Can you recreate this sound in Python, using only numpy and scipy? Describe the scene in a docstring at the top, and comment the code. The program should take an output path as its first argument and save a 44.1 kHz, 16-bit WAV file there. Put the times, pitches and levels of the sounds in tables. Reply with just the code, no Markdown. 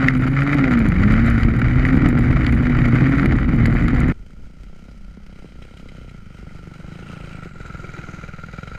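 """A dirt bike's engine drones up and down with the throttle as we ride through a sand pit: the chassis
rumbles over the sand, loose parts rattle and grit ticks on the bodywork. Then, abruptly, we stand in a
light wind while a single-cylinder four-stroke putters up and past, barely above idle, in short twists of
the throttle. Each firing rings its exhaust; intake, valves, chain and tyres fill the gaps.
A second bike follows well behind."""
import sys
import numpy as np
from scipy import signal
from scipy.fft import rfft, irfft
from scipy.io import wavfile
from scipy.ndimage import uniform_filter1d

SR = 44100
rng = np.random.default_rng(int(sys.argv[2]) if len(sys.argv) > 2 else 0)


def unload_wav(signal):
    """Save mono or channel-first audio to the path in sys.argv[1] as 16-bit WAV at rate SR, clipped to [-1, 1]."""
    wavfile.write(
        sys.argv[1],
        SR,
        np.round(np.clip(np.atleast_2d(signal).T, -1, 1) * 32767).astype(np.int16),
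    )


N = 387179
T = np.arange(N) / SR
RIDE_END_S = 4.1225

# ridden engine: (time [s], 2nd harmonic [Hz], its level [dB], firing tone level [dB])
REVS = [(0, 265.1, -22.5, -19.5), (.2, 254.4, -24, -18.5), (.54, 291, -19, -22.5),
        (.83, 217.7, -15.5, -29.5), (.93, 173.4, -21.5, -28), (1.05, 204.4, -19.5, -19.5),
        (1.25, 232.3, -18.5, -20.5), (1.52, 222.1, -25.5, -24), (1.72, 249.4, -22.5, -20),
        (2.0, 264.8, -23, -23.5), (2.2, 236.3, -21.5, -22.5), (2.35, 253.4, -27.5, -19.5),
        (2.57, 230, -24.5, -28), (2.67, 249.2, -24, -26), (2.9, 233.3, -22.5, -19),
        (3.05, 265.6, -22, -16.5), (3.2, 275.6, -23.5, -18), (3.45, 234.2, -30, -42),
        (3.6, 230, -23, -18.5), (3.92, 233.5, -27.5, -29.5), (4.12, 258.5, -29, -18.5)]
# loose parts knocking: (time [s], relative slap level [dB], relative crack level [dB])
KNOCKS = [(0.2775, -13, -50), (0.42, -12, -40), (0.4656, -14, -43), (0.5844, -9, -41), (0.6412, -7.5, -42),
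          (0.7362, -9, -58), (1.035, -10.5, -37), (1.1075, -12, -51), (1.432, -12.5, -31.5),
          (1.6169, -9.5, -55), (1.8517, -9, -40), (1.8874, -12.5, -49), (2.0598, -11, -36),
          (2.3681, -12, -54), (2.4455, -18, -39), (2.466, -13, -30), (2.7888, -16.5, -48),
          (3.1963, -10.5, -49), (3.259, -14, -46), (3.3223, -9.5, -40), (3.3849, -15.5, -49),
          (3.491, -17.5, -49), (3.6559, -8.5, -32.5), (3.8824, -14.5, -33)]
# passing bike's path: (time [s], tailpipe facing us [0-1], distance [m])
COURSE = [(4.2, 0.11, 18.9), (6.0, 0.16, 8.3), (6.6, 0.17, 6.1), (7.2, 0.38, 3.6), (7.7, 0.55, 3),
          (8.1, 0.54, 2.4), (8.45, 0.79, 4.3), (8.78, 0.76, 4.5)]
# responses of the panels and the exhaust: (frequency [Hz], gain [dB])
PANELS = [(300, -10.5), (700, -6.5), (950, -13.5), (1180, -3.5), (1400, 2.5), (1620, -4.5), (1950, 1),
          (2300, -2.5), (2750, -20.5), (2950, -14), (3400, -26.5), (3850, -22), (4250, -31.5), (4600, -25),
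          (5300, -35), (7200, -38), (9000, -57.5), (15000, -71.5)]
BARK_AHEAD = [(110, -18), (175, 9), (225, 6), (290, 3.5), (420, 2.5), (560, -7), (690, -13.5), (790, -15),
              (1100, -23.5), (2500, -35)]
THUMP_FAR = [(60, -22.5), (115, -9.5), (150, 1), (195, 2), (240, -5), (320, -20), (1000, -58)]


def riding_engine():
    """Two strong harmonics of the firing rate, over uneven firings booming in the bodywork."""
    # bodywork response: (frequency [Hz], gain [dB])
    bodywork = [(50, -32.5), (100, -7.5), (135, 6), (170, 2), (205, -4), (250, 1.5), (310, -3.5),
                (400, -16.5), (520, -19), (640, -28), (760, -25), (950, -30.5), (2000, -35.5)]
    second_hz, second_db, first_db = in_time(REVS)
    cycles = np.cumsum(second_hz / 2 * (1 + .007 * drift(60))) / SR
    phase = 2 * np.pi * cycles
    first = from_db(first_db + .59 * drift(35)) * np.sin(phase)
    second = from_db(second_db + 2 * drift(30)) * np.sin(2 * phase)
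    overtones = sum(gain * np.sin(k * phase) for k, gain in [(3, 1), (4, .85), (5, .55), (6, .5)])
    upper = from_db(second_db - 25 + 4 * drift(30)) * overtones
    uneven = firings(cycles, scatter_db=2.5) * noise() + .04 * noise()
    boom = from_db(-18.5 + 2 * drift(8.14)) * unit_rms(ring(uneven, bodywork), span_s=.12)
    return np.sqrt(2) * (first + second + upper) + boom


def chassis():
    """Sand rumbles the frame, panels chatter, and grit and stones strike the bodywork."""
    # ground roughness: (time [s], base rumble level [dB], base rattle level [dB])
    roughness = [(0, -31, -23.5), (.18, -24.5, -33.5), (.5, -30, -29.5), (.9, -20.5, -28.5),
                 (1.25, -16.5, -25.5), (1.5, -20.5, -31.5), (2.6, -21.5, -31), (3.0, -24, -28),
                 (3.5, -19.5, -36), (3.65, -21.5, -30.5), (4.1, -23.5, -30.5)]
    # bumps in the sand: (time [s], rumble rise [dB])
    bumps = [(.92, 4.5), (1.47, 3.5), (1.77, 6), (2.02, 4), (2.31, 6.5), (2.53, 6), (2.8, 6), (3.33, 5.5),
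             (3.7, 7.5), (3.9, 8), (4.04, 8)]
    # larger stones: (time [s], relative level [dB])
    stone_hits = [(0.5438, -30), (0.7913, -26), (0.887, -26), (1.123, -30), (1.2624, -29), (1.3017, -28),
                  (1.8782, -33), (2.191, -30), (2.551, -34), (3.2592, -27), (3.6607, -22.5), (3.8818, -30)]
    # responses to ground and grit: (frequency [Hz], gain [dB])
    frame = [(15, -32.5), (26, -16), (37, 0), (50, -9.5), (68, -5), (90, -15), (130, -19.5), (300, -37.5)]
    grit_ring = [(1500, -7.5), (4500, 3), (5800, -6.5), (7200, 5), (7900, -6), (9300, -4.5), (10700, 0),
                 (12800, -8.5), (15500, -27.5)]
    rumble_db, rattle_db = in_time(roughness)
    rumble_db += swells(bumps, half_width_s=.11)
    rumble = from_db(rumble_db) * unit_rms(ring(noise(), frame), span_s=.14)

    # more chatter at high revs and around each knock
    revs_octaves = np.log2(in_time(REVS)[0] / np.mean(REVS, axis=0)[1])
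    rattle_db += 10 * revs_octaves + swells([(s, 1.5) for s, _, _ in KNOCKS], half_width_s=.098)
    shake = fade(grains(per_s=220, spread_db=2.5), decay_s=.0025)
    rattle = from_db(rattle_db) * unit_rms(ring((shake + .71) * noise(), PANELS), span_s=.2)
    spray = fade(grains(per_s=86, spread_db=4.5), decay_s=.00081) + .23 * shake + .25
    grit = from_db(.6 * rattle_db - 43.5) * unit_rms(ring(spray * noise(), grit_ring))

    times_s, stone_db = np.transpose(stone_hits)
    hits = clicks(times_s, from_db(stone_db - 4)) + from_db(-46) * grains(per_s=7.9, spread_db=4.5)
    stones = ring(hits + .36 * fade(hits, decay_s=.0012) * noise(), grit_ring)
    return rumble + rattle + grit + stones


def knocks():
    """Bumps slap the loose panels, each contact buzzing briefly; one hard clack bounces twice."""
    # contact responses: (frequency [Hz], gain [dB])
    crack_ring = [(500, -6.5), (750, -1), (1000, -11.5), (2500, 2), (2950, 10.5), (3400, -0.5), (3850, -2),
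                  (4250, -2), (4650, 2.5), (5500, -20.5), (7200, -12.5), (8200, -25), (11000, -22),
                  (15000, -41)]
    clack_ring = [(500, -36), (1300, -26), (1900, 9.5), (2150, 3), (2700, -14), (3800, -21.5), (6500, -31),
                  (9000, -48), (15000, -61)]
    times_s, slap_db, crack_db = np.transpose(KNOCKS)
    hits = clicks(times_s, from_db(slap_db - 6)) + from_db(-23) * grains(per_s=3, spread_db=1)
    slaps = ring(hits + .26 * fade(hits, decay_s=.0037) * noise(), PANELS)
    bursts = fade(clicks(times_s, from_db(crack_db - 3.5)), decay_s=.0023) * noise()
    clack_s = .0845 + np.array([0, .001085, .00188])
    clack = from_db(-2.5) * clicks(clack_s, [1, .6, .4])
    return slaps + ring(bursts, crack_ring) + ring(clack, clack_ring)


def passing_bike():
    """A four-stroke whose voices share one firing cycle and change colour as it turns its tail to us."""
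    # engine speed: (time [s], firing rate [Hz])
    firing_rate = [(4.125, 27.96), (4.548, 30.23), (4.927, 33.34), (5.03, 27.43), (5.134, 33.41),
                   (5.57, 29.56), (5.694, 34.89), (6.139, 29.66), (6.226, 23.81), (6.57, 24.85),
                   (6.798, 22.87), (6.915, 27.76), (7.268, 28.58), (7.538, 21.45), (8.104, 20.09),
                   (8.531, 20.0), (8.691, 23.5), (8.78, 36.01)]
    cycles = np.cumsum(in_time(firing_rate)[0]) / SR
    cycles -= np.interp(RIDE_END_S, T, cycles)
    facing, distance_m = in_time(COURSE)
    behind, ahead = np.sqrt([facing, 1 - facing])
    fired = firings(cycles, scatter_db=1.8)
    gas = fade(fired, decay_s=.0056)
    taps = firings(3 * cycles + .4, scatter_db=3.5)   # valve gear, three per cycle
    valves = fade(taps, decay_s=.0084)
    return (exhaust_thump(fired, distance_m) + exhaust_bark(fired, gas, ahead, behind) + intake(cycles)
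            + crack_and_clatter(fired, gas, taps, valves, ahead, behind) + pinking(cycles)
            + chain_and_tyres(cycles, valves, distance_m, ahead, behind) + whoosh_and_rasp())


def exhaust_thump(fired, distance_m):
    """A low pulse per firing, thinner from afar."""
    # exhaust close by: (frequency [Hz], gain [dB])
    thump_near = [(20, -33), (50, -9), (85, 2), (115, 3.5), (150, 6), (180, 3), (220, -10.5), (300, -20.5),
                  (1000, -64)]
    thin_beyond_m = 9
    far = distance_m ** 2 / (distance_m ** 2 + thin_beyond_m ** 2)
    blow = -fired + .008 * fade(fired, decay_s=.02) * noise()
    thump = unit_rms((1 - far) * ring(blow, thump_near) + far * ring(blow, THUMP_FAR))
    return pass_gain(at_5m_db=-42, doubling_db=3, throttle_db=1.5, behind_db=4.5) * thump


def exhaust_bark(fired, gas, ahead, behind):
    """Each puff of gas rings the pipe; a few pop harder."""
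    # exhaust from behind: (frequency [Hz], gain [dB])
    bark_behind = [(150, -11.5), (250, -6), (330, -11), (410, 2.5), (480, 4.5), (550, 1.5), (630, -4),
                   (760, -5.5), (950, -14.5), (2500, -28)]
    # harder pops: (time [s], peak [dB])
    hard_pops = [(4.394, -41), (4.497, -44), (5.173, -33.5), (5.445, -29), (7.457, -27), (7.602, -33)]
    puff = -fired + (.03 * gas + .005) * noise()
    bark = unit_rms(ahead * ring(puff, BARK_AHEAD) + behind * ring(puff, bark_behind))
    times_s, peak_db = np.transpose(hard_pops)
    pops = ring(clicks(times_s, from_db(peak_db)), BARK_AHEAD)
    return pass_gain(at_5m_db=-51.5, doubling_db=2, throttle_db=6.5, behind_db=5) * bark + pops


def intake(cycles):
    """The airbox gulps once per cycle."""
    # gulps, loudest from the side: (time [s], level [dB])
    gulp_level = [(4.2, -75), (6.4, -62.5), (6.9, -50.5), (7.3, -50.5), (7.5, -54), (7.8, -47.5),
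                  (8.15, -45.5), (8.35, -61)]
    # airbox resonance: (frequency [Hz], gain [dB])
    airbox = [(200, -30), (290, -6), (340, -5), (385, -7.5), (450, -33.5), (750, -18), (1100, -24.5)]
    gulps = fade(firings(cycles + .33, scatter_db=4.5), decay_s=.022)
    return from_db(in_time(gulp_level)[0]) * unit_rms(ring((gulps + .26) * noise(), airbox))


def crack_and_clatter(fired, gas, taps, valves, ahead, behind):
    """Gas cracks out to the rear; the valve gear clatters to the front."""
    # tailpipe and engine responses: (frequency [Hz], gain [dB])
    tailpipe = [(600, -0.5), (1100, -50), (1280, 5.5), (1400, 13.5), (1550, 1), (1750, -9.5), (2050, -5),
                (2350, 1.5), (2650, -14), (3200, -27), (6500, -25.5), (14000, -80)]
    engine = [(500, -13.5), (1100, -18.5), (1270, -3.5), (1370, 3), (1520, -7), (1750, -15), (2000, -7.5),
              (2300, -11.5), (2600, -20), (2950, -22), (3400, -25), (7000, -53)]
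    jet = .6 * fired + .0025 * fade(gas, decay_s=.0012) * noise()
    crack = .92 * behind * unit_rms(ring(jet, tailpipe))
    clatter = ahead * unit_rms(ring(taps + .12 * (valves + .5) * noise(), engine))
    return pass_gain(at_5m_db=-53.5, doubling_db=5, throttle_db=1, behind_db=15) * (crack + clatter)


def pinking(cycles):
    """Metallic knocks under load: a few loud ones, and a light one per firing that follows the throttle."""
    # loud knocks: (time [s], relative level [dB])
    loud_pinks = [(5.6236, -39), (5.7712, -38.5), (5.886, -39.5), (6.0935, -39.5), (8.6334, -38),
                  (8.6743, -38)]
    # their ring: (frequency [Hz], gain [dB])
    metal = [(1000, -29), (1400, -12), (1750, -10), (2100, 7), (2750, -2.5), (3150, 5.5), (3550, -11),
             (4000, 0.5), (4450, -26), (5050, -8), (5600, -17), (8500, -19), (10000, -28)]
    times_s, pink_db = np.transpose(loud_pinks)
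    light = from_db(-50 - 26 * (1 - throttle())) * firings(cycles, scatter_db=.5)
    hits = clicks(times_s, from_db(pink_db - 5)) + light
    return ring(hits + .25 * fade(hits, decay_s=.0062) * noise(), metal)


def chain_and_tyres(cycles, valves, distance_m, ahead, behind):
    """Hiss that pulses with the valves and with each firing's tick in the cylinder head."""
    # hiss spectra: (frequency [Hz], gain [dB])
    hiss_ahead = [(1500, -6), (2200, 6.5), (2700, 0.5), (3100, 5.5), (3550, -7), (3950, -6), (4400, -3.5),
                  (5050, -2), (5700, -5.5), (6500, -7), (7800, -11), (8500, -9.5), (9600, -16),
                  (15500, -26)]
    hiss_behind = [(1800, 3), (2850, 5.5), (3250, -11), (3600, -6), (3920, 9.5), (4350, -4), (4700, 2.5),
                   (5500, -15), (6500, -1), (7500, -11), (9000, -21), (12000, -20), (15500, -36)]
    ticking = fade(firings(cycles, scatter_db=6), decay_s=.0043)
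    chain = (1 + .78 * valves + .1 * np.minimum(distance_m, 11) * ticking) * noise()
    front = ahead * unit_rms(ring(chain, hiss_ahead))
    rear = behind * unit_rms(ring((1 + 3 * valves) * noise(), hiss_behind))
    hiss = unit_rms(add_ground_echo(front + rear, distance_m))
    return pass_gain(at_5m_db=-59, doubling_db=2.5, throttle_db=2, behind_db=4.5) * hiss


def whoosh_and_rasp():
    """Two sandy noise bands fall in pitch as the bike goes by."""
    # bands: (time [s], centre [Hz], level [dB])
    whoosh = [(6.6, 3040, -85), (7.0, 2784, -56.5), (7.3, 2537, -51.5), (7.55, 2380, -71), (7.9, 2280, -85)]
    rasp = [(6.6, 8900, -97), (7.15, 8400, -71), (7.45, 7720, -71), (7.85, 6800, -66), (8.12, 6370, -60),
            (8.35, 6350, -74), (8.78, 6300, -84)]
    sand = unit_rms(.5 + fade(grains(per_s=200, spread_db=3.5), decay_s=.0038))
    return sand * (gliding_noise(whoosh, width_hz=630) + gliding_noise(rasp, width_hz=980))


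def following_bike():
    """A distant exhaust: only a dull, uneven putter."""
    # second bike: (time [s], firing rate [Hz], level [dB])
    follower = [(4.2, 37, -54), (5.5, 26.2, -51.5), (7.0, 23, -44.5), (7.8, 24, -47.5), (8.78, 24.2, -48.5)]
    rate_hz, level_db = in_time(follower)
    cycles = np.cumsum(rate_hz * (1 + .06 * drift(5))) / SR
    fired = firings(cycles, scatter_db=4)
    return from_db(level_db) * unit_rms(ring(-fired + .002 * noise(), THUMP_FAR))


def wind():
    """Soft, lumpy buffeting that eases as the bike goes by."""
    # wind strength: (time [s], level [dB])
    strength = [(4.2, -37.5), (6.8, -38.5), (7.15, -41.5), (7.8, -39), (8.5, -42), (8.78, -36.5)]
    # buffeting spectrum: (frequency [Hz], gain [dB])
    colour = [(12, 5.5), (25, -10), (45, -0.5), (70, -9.5), (120, -19.5), (300, -30.5), (1000, -50)]
    level_db = in_time(strength)[0] + 1.2 * drift(4.4)
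    lumps = noise() * from_db(2.6 * drift(18))
    return from_db(level_db) * unit_rms(ring(lumps, colour), span_s=.3)


def throttle():
    """Passing bike's throttle, 0 shut to about 1: each twist opens, holds and closes."""
    # twists: (start [s], hold [s], opening [0-1])
    twists = [(4.58, 0.32, 0.55), (5.26, 0.27, 0.88), (5.58, 0.48, 0.88), (6.28, 0.53, 0.7),
              (6.88, 0.39, 0.98), (7.58, 0.4, 0), (8.52, 0.14, 0.56)]
    open_s, close_s = .052, .13
    return sum(opening * np.clip(np.minimum((T - s) / open_s, 1 + (s + hold_s - T) / close_s), 0, 1)
               for s, hold_s, opening in twists)


def pass_gain(at_5m_db, doubling_db, throttle_db, behind_db):
    """A voice falls per doubling of distance, rises with throttle and from behind, and dips at stumbles."""
    # stumbles as the throttle shuts: (time [s], dip [dB])
    stumbles = [(5.11, 1), (5.53, 2), (6.21, 2), (7.52, 5.5), (8.38, 1.5)]
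    facing, distance_m = in_time(COURSE)
    position_db = at_5m_db - doubling_db * np.log2(distance_m / 5) + behind_db * facing
    return from_db(position_db + throttle_db * throttle() - swells(stumbles, half_width_s=.082))


def add_ground_echo(x, distance_m):
    """The sand returns a slightly later copy; the comb it makes sweeps as the bike goes by."""
    ear_m, bike_m = 1.176, .38   # heights
    detour_m = np.hypot(distance_m, ear_m + bike_m) - np.hypot(distance_m, ear_m - bike_m)
    return x + .093 * np.interp(T - detour_m / 343, T, x)


def ring(x, spectrum):
    """Minimum-phase response of a body with this spectrum; a unit click peaks at 1."""
    size = 8192
    hz, db = np.transpose(spectrum)
    octave = np.log2(np.arange(size // 2 + 1) * SR / size + 1)
    octaves_outside = np.maximum(np.log2(hz[0]) - octave, 0) + np.maximum(octave - np.log2(hz[-1]), 0)
    gain = from_db(np.interp(octave, np.log2(hz), db) - 20 * octaves_outside)
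    cepstrum = irfft(np.log(gain))
    response = irfft(np.exp(rfft(2 * cepstrum[:size // 2], size)))
    return signal.oaconvolve(x, response / np.abs(response).max())[:N]


def gliding_noise(rows, width_hz):
    """A narrow band of hiss whose centre moves."""
    hz, db = in_time(rows)
    narrow = signal.sosfilt(signal.butter(2, width_hz / 2, fs=SR, output="sos"), noise())
    return from_db(db) * unit_rms(narrow * np.sin(2 * np.pi * np.cumsum(hz) / SR))


def firings(cycles, scatter_db):
    """One impulse of random strength per completed cycle."""
    times_s = T[1:][np.diff(np.floor(cycles)) > 0]
    return clicks(times_s, from_db(scatter_db * rng.standard_normal(2000)[:len(times_s)]))


def clicks(times_s, gains):
    """Single impulses."""
    out = np.zeros(N)
    out[np.clip((np.asarray(times_s) * SR).astype(int), 0, N - 1)] = gains
    return out


def grains(per_s, spread_db):
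    """Random contacts, many small and a few large."""
    return (rng.random(N) < per_s / SR) * from_db(spread_db * np.minimum(rng.exponential(1, N), 4))


def fade(hits, decay_s):
    """Envelope that jumps at each hit and dies away."""
    return signal.lfilter([1], [1, -np.exp(-1 / (decay_s * SR))], hits + 1e-18)


def swells(rows, half_width_s):
    """A triangular rise and fall at each (time [s], height [dB])."""
    return np.max([np.interp(T - s, [-half_width_s, 0, half_width_s], [0, db, 0]) for s, db in rows], 0)


def unit_rms(x, span_s=.23):
    """Hold the running rms at 1."""
    return x / np.sqrt(np.abs(uniform_filter1d(x * x, int(span_s * SR))) + 1e-12)


def drift(rate_hz):
    """Slow random wander, spread about 1."""
    return 1.2 * np.interp(T * rate_hz, np.arange(8000), rng.standard_normal(8000))


def noise():
    """White noise, spread 1."""
    return rng.standard_normal(N)


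def in_time(rows):
    """Each column after time, interpolated per sample."""
    times_s, *columns = np.transpose(rows)
    return [np.interp(T, times_s, column) for column in columns]


def from_db(db):
    """Decibels to gain."""
    return 10 ** (np.asarray(db) / 20)


def scene():
    """The ride, then the bike passing a standing listener; mono."""
    riding = riding_engine() + chassis() + knocks()
    standing = passing_bike() + following_bike() + wind()
    return np.where(T < RIDE_END_S, riding, standing)[None]


def record(dry):
    """Clip at full scale, then cut the top."""
    cutoff_hz = 15400
    return signal.sosfilt(signal.ellip(10, .1, 80, cutoff_hz, fs=SR, output="sos"), np.clip(dry, -1, 1))


dry = scene()
out = record(dry)
unload_wav(out)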